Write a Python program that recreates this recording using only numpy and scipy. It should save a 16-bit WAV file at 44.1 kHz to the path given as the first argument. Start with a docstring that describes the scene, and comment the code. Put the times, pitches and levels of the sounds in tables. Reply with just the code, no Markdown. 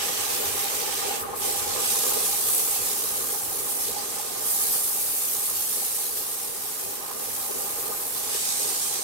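"""Sanding a vase on a lathe

Sandpaper is pressed by hand on a spinning wooden vase. Countless grains strike the wood and
make a hiss and a rasp that swell with each turn while the paper flutters. The paper starts
wedged in the foot of the vase, lifts off once, and ends in the neck. Underneath, belt and
bearings make the iron parts of the lathe drone and throb, the stand rumbles and the drive hums."""
import sys
import numpy as np
from scipy import signal
from scipy.fft import rfft, irfft, next_fast_len
from scipy.io import wavfile
from scipy.ndimage import uniform_filter1d

SR = 44100
rng = np.random.default_rng(int(sys.argv[2]) if len(sys.argv) > 2 else 0)


def dump(signal):
    """Clip the signal to [-1, 1] and save it as 16-bit WAV at the path in sys.argv[1]."""
    limited = np.clip(np.atleast_2d(signal).T, -1, 1)
    pcm = np.round(limited * 32767).astype(np.int16)
    wavfile.write(sys.argv[1], SR, pcm)


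N = 398223

# Levels in the tables are relative. "Side" means left minus right.
# How loud the lathe runs: t/s, level/dB
LATHE_LEVELS = [(0, -39), (1.9, -37.5), (2.15, -35.5), (2.38, -41.5), (4.05, -41.5), (4.65, -43),
                (5.1, -46), (6.5, -47), (7.8, -40.5), (8.15, -44), (9.03, -43.0)]
# Moments when the lathe shudders: t/s, bed surge/dB, headstock surge/dB, stand surge/dB
SHUDDERS = [(.07, 2.5, 4, 2), (.5, 3.5, 0, 10), (1.11, -0.5, 7, 0), (1.3, 2.5, 0, 6), (1.67, 1.5, -2, 8),
            (2.83, -1, 0, 5), (3.22, 2, -8, -1), (3.98, -2.5, 5, 6), (5.08, -2, 0, 8), (7.32, 0.5, -2.5, 5)]
# Tone colour of the stand's rumble and of the whirr of motor and belt: f/Hz, level/dB
RUMBLE_SPECTRUM = [(8, -18), (30, -5), (60, -6.5), (73, -5), (82, -2.5), (97, 3.5), (130, -8.5), (220, -41),
                   (600, -50)]
WHIRR_SPECTRUM = [(60, -11), (140, -4), (220, 1.5), (700, 0.5), (1400, -3), (2400, -7), (4000, -13),
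                  (15000, -37)]
# Where the whirr and the paper are heard: f/Hz, side/dB
WHIRR_SIDE = [(200, -2.5), (800, -2.5), (4000, -4)]
PAPER_SIDE = [(1000, -4.5), (2400, -1), (5000, -5), (7700, -2), (8400, 3.5), (10000, 4.5), (15000, 5.5)]
# Ringing of the bed (the base), the headstock (which holds the shaft) and the motor case:
# f/Hz, width/Hz, level/dB, side/dB
BED_MODES = [(253, 89, -12, -5), (403.5, 52, -1, 1), (457.6, 58, 0.5, 0.5), (506, 51, -8, -12),
             (614, 58, -10, -10)]
HEADSTOCK_MODES = [(810.7, 57.4, 0, 0.5)]
MOTOR_MODES = [(1060, 88, 2, 1.8), (1215, 66, 3, 2.8), (1620, 320, -9.5, 0.28)]
# Rhythms of belt, shafts and bearing balls that load each part: f/Hz, depth/dB, first crest t/s
BED_THROBS = [(2.78, 2.1, .022), (35.66, 1.6, .021), (86.85, 1.7, .004)]
HEADSTOCK_THROBS = [(4.85, 2.3, .045), (10.85, 1.4, .016), (17.83, 1.8, .043), (35.7, 1.2, .021)]
MOTOR_THROBS = [(2.62, .9, .22), (37.4, 2.0, .007)]
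# Scratches as the hand shifts the sheet: middle t/s, length/s, f/Hz, width/Hz, level/dB
SCRATCHES = [(3.843, .05, 5200, 900, -42), (3.992, .07, 4700, 350, -38), (4.036, .04, 4100, 200, -43),
             (6.09, .09, 4600, 700, -54)]
# How loud the paper rubs on the wood: t/s, hiss level/dB, rasp level/dB
PAPER_LEVELS = [(0, -37.5, -38.5), (0.45, -33.5, -40.0), (1.15, -38.5, -40), (1.42, -35.5, -40),
                (1.46, -31.5, -40.5), (1.7, -36, -40), (1.93, -29.0, -37.0), (2.38, -29.5, -39),
                (2.55, -26.0, -41), (2.8, -31.0, -39.5), (3.55, -33.5, -46.5), (3.83, -31.5, -43),
                (3.96, -37, -43), (4.38, -37.0, -43.5), (4.47, -29.5, -43.5), (4.72, -27, -41),
                (4.82, -29.5, -44), (5.98, -32, -43), (6.15, -33.5, -45.5), (6.55, -37.0, -46.5),
                (6.87, -35.5, -47.5), (7.04, -40.5, -49), (7.35, -34.5, -45.5), (8.1, -35, -47.0),
                (8.35, -33.5, -38.5), (8.85, -32, -40.5), (9.03, -36.5, -41.5)]
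# Tone colours of the rubbing, from high to low: f/Hz, level/dB
HISS_SPECTRUM = [(2000, -21.5), (5000, -13), (7000, -5), (8200, -3), (9500, -2), (12000, -1), (13500, -3.5),
                 (15700, -8.5)]
RASP_SPECTRUM = [(1200, -19.5), (2600, -12), (3600, -4.5), (5000, -1.5), (6300, -0.5), (7600, 0),
                 (9500, -5.5), (15000, -37)]
SCRAPE_SPECTRUM = [(300, -17), (1000, -11), (1700, -4.5), (2400, -1), (3200, 0), (4500, -8), (8000, -38)]
# Ringing of the folded sheet and of its edge: f/Hz, width/Hz, level/dB, side/dB
SHEET_MODES = [(2380, 100, 5.5, 0), (3700, 74, -0.5, 7.5), (6000, 490, -0.5, -19)]
EDGE_MODES = [(4200, 880, -9.5, 0), (6200, 1100, -6.5, 0), (8300, 560, -3.5, 0)]

TURN_HZ, HUM_HZ = 17.85, 89.2
LIFT_S, LAND_S = 1.251, 1.344  # the paper leaves the wood and touches it again
TIME = np.arange(N) / SR


def amp(db):
    """Turns decibels into a gain to multiply by."""
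    return 10 ** (np.asarray(db) / 20)


def unit(x):
    """Scales a signal to an average strength (rms) of 1."""
    return x / np.sqrt(np.mean(x ** 2) + 1e-20)


def pan(side_db):
    """Left and right gains that set a sound to one side."""
    return amp(np.array([[.5], [-.5]]) * side_db)


def ramp(start_s, length_s):
    """Rises from 0 to 1 in a straight line."""
    return np.clip((TIME - start_s) / length_s, 0, 1)


def db_at(table, hz):
    """Looks up decibels by frequency, gliding between rows on a pitch-like scale."""
    f, db = np.transpose(table)
    return np.interp(np.log(hz + 1), np.log(f + 1), db)


def follow(table):
    """Joins the rows of a time table with straight lines, one curve per column."""
    times, *columns = np.transpose(table)
    return [np.interp(TIME, times, column) for column in columns]


def shaped(x, gain):
    """Filters x by a gain that depends on frequency."""
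    size = next_fast_len(N + 4096, True)
    return irfft(rfft(x, size) * gain(np.fft.rfftfreq(size, 1 / SR)), size)[..., :N]


def noise(gain):
    """Stereo noise of strength 1, coloured by a gain that depends on frequency."""
    return unit(shaped(rng.standard_normal((2, N)), gain))


def wander(hz, width_hz):
    """A random wobble of strength 1, with rates around hz."""
    step = 20
    at = np.arange(0, N, step)
    band = np.exp(-.5 * ((np.fft.rfftfreq(len(at), step / SR) - hz) / width_hz) ** 2)
    wobble = irfft(rfft(rng.standard_normal(len(at))) * band, len(at))
    return unit(np.interp(np.arange(N), at, wobble))


def cycle(hz, drift_rad):
    """A smooth wave that slowly drifts ahead of and behind its beat."""
    return np.cos(2 * np.pi * (hz * TIME + rng.random()) + drift_rad * wander(0, 1))


def resonances(modes, f):
    """Left and right gains of a ringing body: its peaks add in power."""
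    peaks = [amp(db) * pan(side_db) / (1 + ((f - hz) / (0.8 * width)) ** 2)
             for hz, width, db, side_db in modes]
    return np.sqrt(np.sum(np.square(peaks), axis=0))


def grit(snaps_per_s, spread_db, snap_gain):
    """Countless tiny impacts merge into noise; single coarse grains snap out of it."""
    size = amp(spread_db * np.minimum(rng.exponential(1, (2, N)), 4))
    snaps = size * rng.choice([-1, 1], (2, N)) * (rng.random((2, N)) < snaps_per_s / SR)
    return unit(rng.standard_normal((2, N)) + snap_gain * unit(snaps))


def tilted(x, db_per_octave, pivot_hz):
    """Makes a sound brighter or duller over time by tipping its spectrum like a seesaw."""
    hz, t, spectra = signal.stft(x, SR, nperseg=512)
    octaves = np.clip(np.log2((hz + 1) / pivot_hz), -1, 1)[:, None]
    slope = np.interp(t, TIME, db_per_octave)
    return signal.istft(spectra * amp(octaves * slope), SR, nperseg=512)[1][:, :N]


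def shudders(spread_s=.07):
    """Brief bell-shaped surges of bed, headstock and stand, in dB."""
    times, *surges_db = np.transpose(SHUDDERS)
    distance = (TIME - times[:, None]) / spread_s
    return np.array(surges_db) @ np.exp(-np.minimum(distance ** 2, 20))


def stand(level_db, surge_db):
    """The stand rumbles in lumps as hard as the lathe runs, with the wavering hum of the drive."""
    rumble = noise(lambda f: amp(db_at(RUMBLE_SPECTRUM, f)))
    hum = cycle(HUM_HZ, drift_rad=0.73) * amp(2.2 * wander(0, 2.9))
    lumps_db = 2.0 * wander(0, 9)
    shake_db = level_db + 0.18 * (level_db.mean() - level_db)
    return amp(shake_db + surge_db + lumps_db) * pan(-4.5) * (amp(-18) * rumble + amp(-26) * hum)


def drone(modes, throbs, uneven_db):
    """Rolling bearings make one part of the lathe ring, throbbing with the load on it."""
    load_db = sum(db * np.cos(2 * np.pi * hz * (TIME - crest)) for hz, db, crest in throbs)
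    rolling = grit(snaps_per_s=300, spread_db=4.0, snap_gain=0.34)
    rolling *= amp(load_db + uneven_db * wander(0, 24))
    return unit(shaped(rolling, lambda f: resonances(modes, f)))


def lathe(level_db, bed_db, headstock_db):
    """Bed, headstock and motor case each drone in their own rhythm over the belt's steadier whirr."""
    bed = amp(-0.7 + bed_db) * drone(BED_MODES, BED_THROBS, uneven_db=2.23)
    headstock = amp(-2 + headstock_db) * drone(HEADSTOCK_MODES, HEADSTOCK_THROBS, uneven_db=1.5)
    motor = amp(-3.5) * drone(MOTOR_MODES, MOTOR_THROBS, uneven_db=2.5)
    whirr = amp(-2) * noise(lambda f: amp(db_at(WHIRR_SPECTRUM, f)) * pan(db_at(WHIRR_SIDE, f)))
    whirr_db = level_db + 0.67 * (level_db.mean() - level_db)
    return amp(level_db) * (bed + headstock + motor) + amp(whirr_db) * whirr


def scratches():
    """An edge of the sheet catches for a moment and rings around one pitch."""
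    out = np.zeros((2, N))
    for middle_s, length_s, hz, width_hz, db in SCRATCHES:
        count = round(length_s * SR)
        start = round((middle_s - length_s / 2) * SR)
        peak = signal.iirpeak(hz, hz / width_hz, fs=SR)
        edge = signal.lfilter(*peak, rng.standard_normal((2, count)))
        out[:, start:start + count] += amp(db) * unit(edge) * np.hanning(count)
    return out


def pressure():
    """Pressure swings with each turn, the fluttering sheet and the hand; gives a gain."""
    turn_db = 0.4 * cycle(TURN_HZ, drift_rad=0.84)
    flutter_db = 0.52 * wander(64, width_hz=8)
    tremor_db = 0.37 * wander(0, width_hz=26)
    sway_db = 0.38 * wander(7, width_hz=3)
    chatter_db = 0.38 * wander(0, width_hz=160)
    return amp(turn_db + flutter_db + tremor_db + sway_db + chatter_db)


def patchy_flicker(x, flicker_db):
    """The tone colour flickers at random in small patches of pitch and time."""
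    spectra = signal.stft(x, SR, nperseg=1024)[2]
    patches = rng.standard_normal(spectra.shape[1:])
    patches = uniform_filter1d(patches, size=4, axis=0)  # blur across frequency
    patches = unit(uniform_filter1d(patches, size=5, axis=1))  # blur across time
    return signal.istft(spectra * amp(flicker_db * patches), SR, nperseg=1024)[1][:, :N]


def lifted(fade_s):
    """1 while the paper is held clear of the wood, 0 while it touches."""
    return ramp(LIFT_S - fade_s, fade_s) - ramp(LAND_S, fade_s)


def rub(spectrum):
    """Grains striking the wood make noise in one tone colour, spread left and right."""
    grains = grit(snaps_per_s=5000, spread_db=2.5, snap_gain=0.56)
    return unit(shaped(grains, lambda f: amp(db_at(spectrum, f)) * pan(db_at(PAPER_SIDE, f))))


def sheet_scrape(wedged, pinched):
    """The folded sheet scrapes low and rings, louder when wedged in or pinched tight."""
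    ring = noise(lambda f: resonances(SHEET_MODES, f))
    return amp(3.5 * wedged + 3 * pinched) * (amp(-4) * rub(SCRAPE_SPECTRUM) + amp(-11) * ring)


def edge_song(wedged, in_neck):
    """The edge of the sheet sings, louder early on while the sheet is wedged and most of all in the neck."""
    return amp(-5 + 2.5 * wedged + 9.5 * in_neck) * noise(lambda f: resonances(EDGE_MODES, f))


def sanding():
    """The paper hisses and rasps on the wood; the grip and the place on the vase colour it."""
    hiss_db, rasp_db = follow(PAPER_LEVELS)
    hiss_fade_s, rasp_fade_s = 0.022, 0.094
    wedged = 1 - ramp(start_s=1.76, length_s=0.6)  # wedged in tight early on, easing off from 1.76 s
    pinched = 1 - ramp(LIFT_S, hiss_fade_s)  # held tight until the lift
    in_neck = ramp(start_s=8.18, length_s=0.35)
    swell = pressure()
    # The hiss is brighter while pinched, duller in the neck and as the rasp grows.
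    db_per_octave = 1.5 + 5 * pinched - 2.5 * in_neck - 0.24 * (rasp_db - rasp_db.mean())
    hiss = tilted(rub(HISS_SPECTRUM), db_per_octave, pivot_hz=9900)
    hiss *= amp(hiss_db + 2.5 - 10 * lifted(hiss_fade_s))
    sheet = amp(7) * rub(RASP_SPECTRUM) + sheet_scrape(wedged, pinched) + edge_song(wedged, in_neck)
    sheet *= amp(rasp_db - 15 * lifted(rasp_fade_s))
    return swell * patchy_flicker(hiss + sheet, flicker_db=2.0)


def scene():
    """The running machine with the sandpaper on top."""
    level_db, = follow(LATHE_LEVELS)
    bed_db, headstock_db, stand_db = shudders()
    paper = sanding() + scratches()
    machine = lathe(level_db, bed_db, headstock_db) + stand(level_db, stand_db)
    return machine + paper


def record(dry):
    """Boosts the treble on the right, then cuts the very highest sounds on both sides."""
    treble_hz, boost_db, top_hz = 7980, 5.7, 15800
    right = shaped(dry[1], lambda f: amp(boost_db * (f > treble_hz)))
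    lowpass = signal.firwin(601, top_hz, window=("kaiser", 8), fs=SR)
    return signal.oaconvolve(np.array([dry[0], right]), lowpass[None], "same")


dry = scene()
out = record(dry)
dump(out)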